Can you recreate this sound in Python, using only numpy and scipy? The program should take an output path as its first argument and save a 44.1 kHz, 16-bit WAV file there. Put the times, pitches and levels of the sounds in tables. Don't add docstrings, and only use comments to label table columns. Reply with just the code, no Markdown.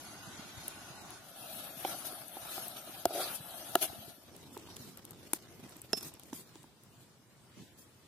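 import sys
import numpy as np
from scipy import signal
from scipy.fft import rfft, irfft, next_fast_len
from scipy.io import wavfile
from scipy.ndimage import uniform_filter1d

SR = 44100
rng = np.random.default_rng(int(sys.argv[2]) if len(sys.argv) > 2 else 0)


def elevation(decibels):
    levels = np.asarray(decibels, float)
    return 10 ** (levels / 20)


def generate_wav(sig):
    pcm = np.round(np.clip(np.atleast_2d(sig).T, -1, 1) * 32767).astype(np.int16)
    wavfile.write(sys.argv[1], SR, pcm)


N = 355887

# start [s], end [s], fade-in [s], fade-out [s]
STIR_TIMES = (1.2, 4.36, .2, 0.62)
# (pitch [Hz], level [dB per Hz])
STIR_COLOUR = [(18, -68.5), (30, -19), (115, -4), (319, -4), (449, -12.5), (666, 0), (1010, -12),
               (1320, -8), (1960, -13.5), (3220, -7), (6400, -14), (7400, -21), (9000, -13), (12000, -10.5),
               (16000, -29.5)]
FOAM_COLOUR = [(18, -53.5), (30, -21), (98, 2), (355, -3), (526, -9.5), (1040, -14.5), (1910, -19),
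               (5170, -18), (5590, -18), (9460, -19), (12000, -20.5), (14800, -23.5), (16000, -46.5)]
# (pitch [Hz], left minus right [dB])
STIR_SIDE = [(60, -2.5), (130, 0), (290, 0), (640, 0.5), (1410, -2), (3100, -3), (6820, 4.5), (15000, 16.5)]
FOAM_SIDE = [(60, 2), (180, -0.5), (550, 0.5), (1650, -0.5), (4970, -3), (15000, 9.5)]
# (pitch [Hz], likeness [1 = same])
LIKENESS = [(40, 0.3), (150, 0.8), (380, 0.8), (950, 0.73), (2380, 0.086), (5980, 0.0), (15000, -0.2)]


def at_hz(points, hz):
    points = np.array(points)
    return np.interp(np.log(hz + 1), np.log(points[:, 0]), points[:, 1])


def drift(rate, size):
    knot_rate = 400
    knots = rng.standard_normal(int(size * knot_rate / SR) + 802)
    r = np.exp(-2 * np.pi * np.clip(rate, 1, 150) / knot_rate)
    slow = signal.lfilter([1], [1, -2 * r, r * r], knots)[800:]
    return np.interp(np.arange(size) * knot_rate / SR, np.arange(len(slow)), slow / slow.std())


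def band(x, low_hz, high_hz):
    return signal.sosfilt(signal.butter(2, [low_hz, high_hz], "band", fs=SR, output="sos"), x)


def resonate(x, peaks):
    out = 0
    for k, (hz, width, peak_db) in enumerate(peaks):
        r = np.exp(-1.55 * np.pi * width / SR)
        stage = [1 - r, 0, r - 1, 1, -2 * r * np.cos(2 * np.pi * hz / SR), r * r]
        out = out + (-1) ** k * elevation(peak_db) * signal.sosfilt([stage, stage], x)
    return out


def decay(hz, t60, t):
    return np.sin(2 * np.pi * hz * t) * elevation(-60 * t / t60)


def left_right(noises, hz):
    mid, across = noises
    alike = np.clip(at_hz(LIKENESS, hz), 0, 1)
    return np.sqrt(1 + alike) * mid + np.sqrt(1 - alike) * across * [[1], [-1]]


def swell(t):
    # (centre [s], half width [s], level [dB])
    surges = [(0.019, 0.16, 5), (.64, 0.16, 4.5), (1.55, .15, 2), (1.95, .15, 4), (2.51, 0.16, 4.5),
              (3.248, .11, 11), (3.86, .2, 3), (4.55, 0.17, 3), (5.08, .16, 4), (6.55, .12, 4),
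              (7.62, .12, 6), (8.05, 0.1, 5)]
    return sum(db * np.exp(-((t - s) / width) ** 2) for s, width, db in surges)


def view(span, rest, colour, peaks, side, grain_db, patchy_db):
    zones_hz = [170, 800, 3500, 11000]
    start, end, fade_in, fade_out = span
    first, last = int(start * SR), min(int(end * SR), N)
    size = next_fast_len(last - first)
    t, hz = (first + np.arange(size)) / SR, np.fft.rfftfreq(size, 1 / SR)
    gain = elevation(at_hz(colour, hz)) * (hz > 20)
    for peak_hz, width, peak_db in peaks:
        gain *= 1 + (elevation(peak_db) - 1) / (1 + (2 * (hz - peak_hz) / width) ** 2)
    noises = rfft(rng.standard_normal((2, size)) * elevation(grain_db * drift(120, size)))
    lean = elevation(at_hz(side, hz) / 2)
    sound = gain * left_right(noises, hz) * [lean, 1 / lean]

    zone = np.searchsorted([60, 450, 1800, 7000, 15500], hz)
    power = 2 * np.bincount(zone, np.abs(sound.mean(0)) ** 2)[1:5] / size ** 2
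    rest_db, follows = np.transpose(rest)[..., None]
    change_db = rest_db + follows * swell(t) - 10 * np.log10(power)[:, None]

    out, together = np.zeros((2, N + size)), drift(3.4, size)
    for centre in 30 * 2 ** np.arange(0, 9.6, .5):
        share = np.clip(1 - 2 * np.abs(np.log2((hz + 1) / centre)), 0, 1)
        place = np.interp(np.log(centre), np.log(zones_hz), range(4))
        level_db = np.clip(1 - np.abs(place - np.arange(4)), 0, 1) @ change_db
        flicker_db = patchy_db * (0.72 * together + drift(14, size))
        out[:, first:first + size] += irfft(sound * share, size) * elevation(level_db + flicker_db)

    clock = np.arange(N) / SR
    rise = np.clip((clock - first / SR) / fade_in + (first == 0), 0, 1)
    fall = np.clip((last / SR - clock) / fade_out + (last > N - 999), 0, 1)
    return out[:, :N] * (rise * fall) ** 0.79


def cracks(hits, middle, bright, middle_db, crack_db, rise):
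    force, t = np.full((2, 2, N + 2600), 1e-18), np.arange(2600) / SR
    for s, top_db, mid_db, pan_db in hits:
        t60 = max(.0095 + .00005 * top_db, rise)
        noise = rng.standard_normal((2, 2, len(t))) * (1 - np.exp(-(t / rise) ** 2)) * elevation(-60 * t / t60)
        noise /= np.abs(noise).max(axis=2, keepdims=True)
        noise[..., int(rise * SR)] += 1.5
        levels_db = np.array([[mid_db + 6, mid_db + 8], [top_db + pan_db / 2, top_db - pan_db / 2]])
        at = int(s * SR)
        force[..., at:at + len(t)] += noise * elevation(levels_db)[..., None]
    ring = elevation(middle_db) * resonate(force[0], middle) + elevation(crack_db) * resonate(force[1], bright)
    return ring[:, :N]


def thuds(blows, body, main_t60, contact):
    out, t = np.full(N, 1e-18), np.arange(4000) / SR
    for s, main_db, main_hz, rim_db in blows:
        ring = elevation(main_db) * decay(main_hz, main_t60, t)
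        for hz, t60, db, share in body:
            ring += elevation(main_db + db + share * rim_db) * decay(hz, t60, t)
        at = int(s * SR)
        out[at:at + len(t)] -= ring * (1 - np.exp(-t / contact))
    ports = np.array([out, np.roll(out, 3)])
    return band(ports, 215, 2200) * elevation([[-1.3], [1.3]])


def simmering_jam():
    times = (0, 1.32, .1, 0.21)
    # (resting level [dB], share of swells)
    rests = [(-59.5, .5), (-56.5, .01), (-55, .5), (-63.5, 1.1)]
    # (pitch [Hz], level [dB per Hz])
    tint = [(18, -44), (30, -18), (95, 3.5), (336, 1), (486, -11), (760, -6), (1460, -9.5), (1670, -13.5),
            (5450, -15), (6550, -14.5), (9220, -15.5), (10500, -5), (16000, -25.5)]
    # (pitch [Hz], width [Hz], above the colour [dB])
    pan_peaks = [(700, 300, 6), (1480, 110, 6.5), (6470, 470, 6), (10900, 1050, -2), (12000, 430, -3)]
    # (pitch [Hz], left minus right [dB])
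    leaning = [(60, 9), (180, -1), (550, 0.5), (1650, -3), (4970, 1.5), (15000, 4.5)]
    return view(times, rests, tint, pan_peaks, leaning, grain_db=0.5, patchy_db=1.0)


def plops(cycles=2.67, glide=0.16):
    # (time [s], peak [dB], pitch [Hz])
    bubbles = [(0.267, -48, 144), (0.285, -52, 180), (0.386, -43.5, 188), (0.445, -53, 207),
               (0.564, -46, 91), (0.896, -49, 131), (1.014, -50, 230), (1.764, -46.5, 188),
               (2.123, -42.5, 307), (2.199, -55, 183), (2.755, -51, 300), (2.889, -47, 270),
               (3.048, -49, 85), (3.395, -45, 132), (3.885, -49, 95), (3.925, -46, 300),
               (3.976, -48.5, 110), (4.075, -47, 310), (4.068, -50.5, 115), (4.175, -53, 234),
               (5.588, -46, 269), (5.64, -50, 145), (5.831, -51, 112)]
    out, t = np.zeros((2, N)), np.arange(1800) / SR
    for s, peak_db, hz in bubbles:
        phase = hz * t
        tone = np.sin(2 * np.pi * phase * (1 + glide * phase / 4))
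        pulse = tone * np.sin(np.pi * np.clip(phase / cycles, 0, 1)) ** 2
        lean_db = rng.normal(0, 2.9) * np.array([[1], [-1]])
        at = int((s + 0.0033) * SR)
        out[:, at:at + len(t)] -= elevation(peak_db + 1.5 + lean_db) * pulse
    return out


def pan_knocks():
    # (time [s], crack peak [dB], middle [dB], left minus right [dB])
    snaps = [
        (0.6797, -20, -45, 9),
        (1.0171, -38, -51, 7),
        (1.1047, -35, -53, 7),
        (2.2805, -34, -78, 13),
        (2.4917, -35, -50, 12),
        (2.6805, -30, -52, 20),
        (2.768, -40, -42, 5),
    ]
    # (pitch [Hz], width [Hz], level [dB])
    middle_ring = [(2400, 190, -15), (2990, 260, -0.6), (3800, 330, 2.5), (6640, 200, -9)]
    bright_ring = [(7880, 120, -6.5), (9990, 690, -2.5), (10340, 240, -0.5), (11880, 790, -2.5),
                   (13200, 730, -13.5), (14300, 500, -35)]
    # (time [s], main tone peak [dB], main tone [Hz], nearness to the rim [dB])
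    spoon_blows = [
        (1.849, -19, 760, -6),
        (1.88, -36, 780, -1),
        (1.943, -38, 746, 1),
        (2.369, -31, 760, -8),
        (2.493, -50, 624, 17),
        (2.579, -31.5, 743, 8),
        (2.874, -40.5, 620, 7),
        (3.0546, -12, 680, -1.5),
        (3.107, -30, 636, -4),
        (3.754, -12, 693, 8.5),
    ]
    # (pitch [Hz], t60 [s], against main tone [dB], share of rim nearness)
    body_tones = [(372, 0.036, -8.5, .25), (570, 0.018, -5.5, -.2), (1342, 0.014, -8.5, 1.01),
                  (1670, 0.017, -21, 1.48)]
    out = thuds(spoon_blows, body_tones, main_t60=0.027, contact=0.00069)
    return out + cracks(snaps, middle_ring, bright_ring, middle_db=11.5, crack_db=9, rise=0.000905)


def stirred_pan():
    # (resting level [dB], share of swells)
    rests = [(-61, 0.36), (-56, 0.82), (-59.5, 1.18), (-54.5, 0.84)]
    # (pitch [Hz], width [Hz], above the colour [dB])
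    pan_peaks = [(730, 190, 3.3), (1360, 170, 4.3), (1697, 64, 4.3), (3890, 580, 2.5), (10340, 300, 0.91),
                 (12000, 130, 3.6)]
    return view(STIR_TIMES, rests, STIR_COLOUR, pan_peaks, STIR_SIDE, grain_db=1.0, patchy_db=2.0)


def spurts():
    # (centre [s], half length [s], level [dB], pitch [Hz], left minus right [dB])
    puffs = [(1.375, .03, -58, 10000, 6), (1.43, .04, -58, 12500, 12), (1.56, .03, -58, 13500, 14),
             (1.6, .07, -60, 3900, -2), (1.775, .015, -57, 12000, 12), (1.89, .03, -55, 9500, 6),
             (1.95, .02, -58, 13000, 12), (2.06, .02, -56, 12300, 12), (2.1, .03, -59, 4200, -2),
             (3.237, .028, -44, 4150, -2), (3.345, .005, -47, 600, -2), (3.9, .006, -48, 760, -2),
             (4.0, .12, -59, 230, 0), (3.2, .02, -52, 11500, 12), (4.412, .008, -60, 6200, 0),
             (4.85, .08, -62, 4300, -2)]
    out, t = np.zeros((2, N)), np.arange(-8000, 8000) / SR
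    for s, half, level_db, hz, pan_db in puffs:
        puff = resonate(rng.standard_normal((2, len(t))), [(hz, .15 * hz, 0)])
        ports_db = level_db + pan_db * np.array([[.5], [-.5]])
        at = int(s * SR) - len(t) // 2
        out[:, at:at + len(t)] += puff / puff.std() * np.exp(-(t / half) ** 2) * elevation(ports_db)
    return out


def hard_knocks():
    # (time [s], level [dB], rattle [dB], rattle t60 [s])
    touches = [
        (1.8495, -4, -20, .006),
        (3.0546, -1.5, -19, .005),
        (3.754, -4.5, -16, .007),
        (5.3336, -1, -25, .007),
        (5.9314, -2, -22, .006),
    ]
    # (pitch [Hz], width [Hz], left [dB], right [dB])
    pan_walls = [
        [(2300, 250, -12, 0), (3050, 400, -8, -3), (3900, 300, -8, -5), (5600, 900, -8, -18),
         (8000, 400, -8, -14), (11800, 1500, -10, -26)],
        [(1600, 300, 0, -6), (2200, 250, -15, 0), (2850, 250, 0, -6), (3410, 250, 2, 3), (4380, 400, 3, -4),
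         (5400, 600, 2, -8), (6750, 350, 2, -5), (7900, 300, 2, 0), (8300, 250, -6, 3), (9500, 350, 7, 0),
         (11000, 600, 5, -18), (12000, 200, 12, -20), (13000, 500, -8, -15)],
        [(3000, 350, 6, 13), (3800, 450, 9, 9), (4900, 250, -2, -6), (5400, 250, -6, -2), (6680, 240, 12, 6),
         (7990, 220, 11, 8), (8400, 200, 6, 8), (9100, 200, 3, 6), (10000, 250, 13, 12), (10500, 300, 18, 8),
         (11900, 300, 19, 0), (12400, 250, 15, 5), (13200, 250, 13, -5), (14300, 300, -20, 2)],
    ]
    pot_walls = [
        [(1500, 400, -3, 0), (2350, 400, -10, -4), (3070, 350, -8, -1), (3700, 400, -6, -8),
         (4700, 900, -8, -8), (6570, 400, -8, 2), (7900, 500, 3, 4), (8720, 300, 5, 8), (9630, 300, 8, 0),
         (10800, 500, 11, -15), (11700, 600, 8, -15), (12700, 400, 5, -12), (13700, 400, 0, -25),
         (14900, 400, 2, -22)],
        [(1300, 250, 0, 4), (1800, 250, -3, 3), (2690, 200, -1, 1), (3400, 300, 10, 4), (3850, 200, 3, 5),
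         (4480, 200, 0, 7), (6400, 500, -5, 6), (7260, 250, -3, 9), (8890, 300, 5, -8), (10100, 500, 3, -12),
         (11700, 500, 0, -12), (13000, 500, 0, -12), (14500, 700, -5, -35)],
    ]
    lead_in_s, lead_in_db = .002, -18
    out, lead = np.zeros((2, N)), int(lead_in_s * SR)
    t = np.arange(-lead, 2000) / SR
    for (s, level_db, rattle_db, t60), wall in zip(touches, pan_walls + pot_walls):
        shape_db = np.where(t < 0, -lead_in_db * t / lead_in_s - 4, -60 * t / t60)
        force = elevation(rattle_db + shape_db) * rng.standard_normal(len(t)) + 1e-18
        force[lead] = -1
        for port in range(2):
            peaks = [(row[0], row[1], row[2 + port] + level_db) for row in wall]
            at = int(s * SR) - lead + port * 2
            out[port, at:at + len(t)] += resonate(force, peaks)
    return out


def skids():
    # (time [s], length [s], level [dB], tilt [dB per octave])
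    scrapes = [(2.046, 0.043, -44, 4), (2.49, 0.17, -45, 3.5), (2.76, 0.04, -50, 1.5), (3.124, 0.1, -46, 3),
               (3.2, 0.049, -42.5, 1.5), (3.342, 0.025, -41, 6.5), (3.812, 0.045, -33, 2.5),
               (4.53, .035, -58, 3), (4.759, 0.016, -52, 1.5), (4.775, 0.15, -52, 1.5),
               (5.333, 0.036, -49, 4.5), (5.969, .018, -41, 3.5), (6.027, 0.0091, -42.5, 4.5),
               (6.04, 0.055, -49, 3.5), (6.323, 0.098, -51.5, 4), (6.998, 0.053, -65.5, 3),
               (7.564, 0.077, -52.5, -2), (7.772, 0.07, -60.5, 4)]
    out, t = np.zeros((2, N + 8192)), np.arange(8192) / SR
    hz = np.fft.rfftfreq(len(t), 1 / SR)
    # colour, side, lowest tone [Hz], left minus right [dB]
    pan = (STIR_COLOUR, STIR_SIDE, 365, -1)
    pot = (FOAM_COLOUR, FOAM_SIDE, 150, -1.5)
    for s, length, level_db, tilt_db in scrapes:
        colour, side, low_hz, pan_db = pan if s < STIR_TIMES[1] else pot
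        shape_db = at_hz(colour, hz) + tilt_db * np.log2(hz / 4000 + 0.029)
        shape_db = shape_db + (at_hz(side, hz) + pan_db) * [[.5], [-.5]]
        ratio = low_hz / (hz + 1)
        body = 1 / np.abs(1 - ratio ** 2 + .55j * ratio) ** 2
        noises = rfft(rng.standard_normal((2, len(t))))
        noise = irfft(left_right(noises, hz) * elevation(shape_db) * body)
        stroke = np.clip(t / (0.15 * length), 0, 1) * elevation(-7 * (t / length) ** 4)
        stroke = stroke * elevation(1.63 * drift(150, len(t)))
        at = int(s * SR)
        out[:, at:at + len(t)] += elevation(level_db) * stroke * noise / noise.mean(0).std()
    return out[:, :N]


def drags():
    # (time [s], length [s], level [dB])
    pulls = [
        (3.09, 0.05, -42.5),
        (3.148, 0.064, -36.5),
        (3.225, 0.055, -47),
    ]
    # (pitch [Hz], width [Hz], level [dB])
    floor_tones = [(372, 55, 1), (592, 74, -4), (739, 76, -1), (1340, 150, -15)]
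    t, slips_per_s = np.arange(N) / SR, 600
    slips = (rng.random(N) < slips_per_s / SR) * rng.standard_normal(N) + 1e-18
    press = sum(elevation(db) * elevation(-6 * (2 * (t - s) / length - 1) ** 4) for s, length, db in pulls)
    return resonate(slips * press, floor_tones) / resonate(slips, floor_tones).std()


def foaming_pot():
    times = (4.12, 6.58, 0.26, 0.25)
    # (resting level [dB], share of swells)
    rests = [(-60, .8), (-64, 0.69), (-64, .2), (-67.5, .4)]
    # (pitch [Hz], width [Hz], above the colour [dB])
    pot_peaks = [(326, 35, 2.46), (5300, 60, 1.7), (11800, 590, 2)]
    return view(times, rests, FOAM_COLOUR, pot_peaks, FOAM_SIDE, grain_db=2.5, patchy_db=2.0)


def pot_knocks():
    # (time [s], crack peak [dB], middle [dB], left minus right [dB])
    ticks = [(4.364, -37.5, -60, 13), (4.5294, -44, -51.5, 12), (4.575, -38, -46, 10),
             (4.7655, -36.5, -41, 14), (4.972, -38.5, -52, 18), (5.0509, -31, -50, 4),
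             (5.1073, -33, -49, 9.5), (5.3345, -20, -36, 11), (5.6944, -39, -68, -2.5),
             (5.7665, -39, -65, 3.5), (5.8164, -29.5, -58, 5), (5.9723, -34.5, -52, 5),
             (6.0084, -38, -47, 10), (6.0292, -35, -48, 5.0), (6.1384, -35.5, -58, 8),
             (6.1956, -39.5, -51, 13.5), (6.2337, -41, -54, 8), (6.331, -50, -38, -2), (6.555, -54, -48, 3),
             (6.6298, -46, -57, 8), (6.8348, -43, -62.5, 6)]
    # (pitch [Hz], width [Hz], level [dB])
    middle_ring = [(2460, 480, -6), (3470, 600, 0.5), (4730, 1350, -9), (6840, 1200, -0.5)]
    bright_ring = [(8050, 900, 0.5), (10200, 1100, 0), (11700, 1400, 0.5), (13400, 2200, -4)]
    # (time [s], main tone peak [dB], main tone [Hz], nearness to the rim [dB])
    spoon_blows = [
        (4.346, -44.5, 378, -18),
        (4.568, -33.5, 410, 2),
        (4.688, -45, 261, 4),
        (5.333, -26, 325, 1.5),
        (5.931, -30, 215, -25),
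        (5.932, -24, 427, 0.6),
        (5.9325, -28, 680, -8),
        (6.329, -26.5, 270, -5),
        (6.556, -41, 328, -2.5),
        (6.641, -46, 262, 3),
    ]
    # (pitch [Hz], t60 [s], against main tone [dB], share of rim nearness)
    body_tones = [(647, 0.03, -16, -.05), (890, 0.011, 1.5, 1.05), (1590, 0.008, -7, .7)]
    out = thuds(spoon_blows, body_tones, main_t60=0.03, contact=0.00043)
    return out + cracks(ticks, middle_ring, bright_ring, middle_db=5, crack_db=0.6, rise=0.00095)


def handle():
    # (time [s], peak [dB])
    rim_touches = [
        (5.9312, -20.5),
        (5.966, -42),
        (5.9735, -33),
        (5.9795, -38),
        (5.985, -45),
        (6.009, -44),
        (6.0305, -43),
        (6.041, -48),
    ]
    # (pitch [Hz], level [dB], t60 [s])
    handle_tones = [(5316, 1.5, 0.048), (5420, -11, .04), (5530, -15, .04), (5100, -15, 0.032),
                    (2700, -14, 0.025), (3450, -12, 0.02), (10100, -18, .025)]
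    out, t = np.zeros(N), np.arange(8000) / SR
    ring = sum(elevation(level_db) * decay(hz, t60, t) for hz, level_db, t60 in handle_tones)
    ring = ring * (1 - np.exp(-t / 0.00085))
    for s, peak_db in rim_touches:
        at = int(s * SR)
        out[at:at + len(t)] += elevation(peak_db) * ring
    return out * elevation([[-4], [4]] + 2.5 * drift(150, N))


def brushed_dough():
    times = (6.36, 8.07, 0.16, .1)
    # (resting level [dB], share of swells)
    rests = [(-66.5, .4), (-69.5, .4), (-70, 1.1), (-74, .4)]
    # (pitch [Hz], level [dB per Hz])
    tint = [(18, -64), (30, -21), (118, 4), (295, -9), (364, -12.5), (404, -15.5), (684, -26),
            (2230, -34.5), (6050, -33.5), (8300, -28.5), (16000, -34.5)]
    # (pitch [Hz], left minus right [dB])
    leaning = [(60, -2), (240, -0.4), (950, 2.5), (3770, 0), (15000, 3)]
    return view(times, rests, tint, [], leaning, grain_db=0.0, patchy_db=1.2)


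def scene():
    jam = simmering_jam() + plops() + pan_knocks()
    stirring = stirred_pan() + spurts() + hard_knocks() + skids() + drags()
    pot = foaming_pot() + pot_knocks() + handle()
    return jam + stirring + pot + brushed_dough()


def camera_store(x, wander_db=8, attack_db=17):
    # (pitch [Hz], step against the local level [dB])
    coarseness = [(300, -20), (1000, -10), (2000, -3), (4500, 1), (7000, 2), (11000, -.5), (14000, 2),
                  (15500, 9)]
    # (pitch [Hz], spread [dB])
    warble = [(600, 0), (1500, 1.5), (3000, 5), (7000, 8), (15000, 6.5)]
    offset, size, stored_bins, attack_bins = 838, 1024, 722, 766
    n, k = np.arange(2 * size)[:, None], np.arange(size)
    hz = k * SR / 2 / size
    window = np.sin(np.pi * (n + .5) / (2 * size))
    basis = window * np.cos(np.pi / size * (n + .5 + size / 2) * (k + .5)) * np.sqrt(2 / size)
    lead = 2 * size - offset
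    blocks = np.pad(x, [(0, 0), (lead, 3 * size - (N + lead) % size)]).reshape(2, -1, size)
    frames = np.concatenate([blocks[:, :-1], blocks[:, 1:]], axis=2)
    plain = frames @ basis

    flutter = rng.standard_normal((frames.shape[1], size // 4))
    flutter = 3 ** .5 * uniform_filter1d(flutter, size=3, axis=0)
    flutter = np.where(flutter > 0, 1.3 * np.tanh(flutter / 1.3), 1.4 * flutter)
    loud_db = 10 * np.log10((frames ** 2).mean((0, 2)) + 1e-16)
    flutter *= np.clip((loud_db[:, None] + 80) / 28, .5, 1.1)
    gain = elevation(at_hz(warble, hz) * np.repeat(flutter, 4, axis=1))
    lines = plain * gain / np.sqrt((gain ** 2).mean(0))

    level_db = 10 * np.log10((lines.reshape(2, -1, 128, 8) ** 2).mean(3) + 1e-16)
    nearby_db = uniform_filter1d(uniform_filter1d(level_db, size=9, axis=2), size=3, axis=1)
    wander = uniform_filter1d(rng.standard_normal((len(flutter), 64)), size=4, axis=0)
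    nearby_db += wander_db * 2 * wander.repeat(2, axis=1)
    step = elevation(np.repeat(nearby_db, 8, axis=2) + at_hz(coarseness, hz))
    rounded = np.sign(lines) * step * np.floor(np.abs(lines) / step + .42) * (k < stored_bins)

    jumps = np.diff(frames, axis=2) ** 2
    calm = (jumps.max(2) < elevation(attack_db) ** 2 * jumps.mean(2)).all(0)
    frames = np.where(calm[:, None], rounded, plain * (k < attack_bins)) @ basis.T
    out = frames[:, 1:, :size] + frames[:, :-1, size:]
    return out.reshape(2, -1)[:, lead - size:lead - size + N]


def band_limit(x):
    return signal.sosfilt(signal.butter(12, 16810, fs=SR, output="sos"), x)


def record(dry):
    mix = camera_store(dry)
    return band_limit(mix)


dry = scene()
out = record(dry)
generate_wav(out)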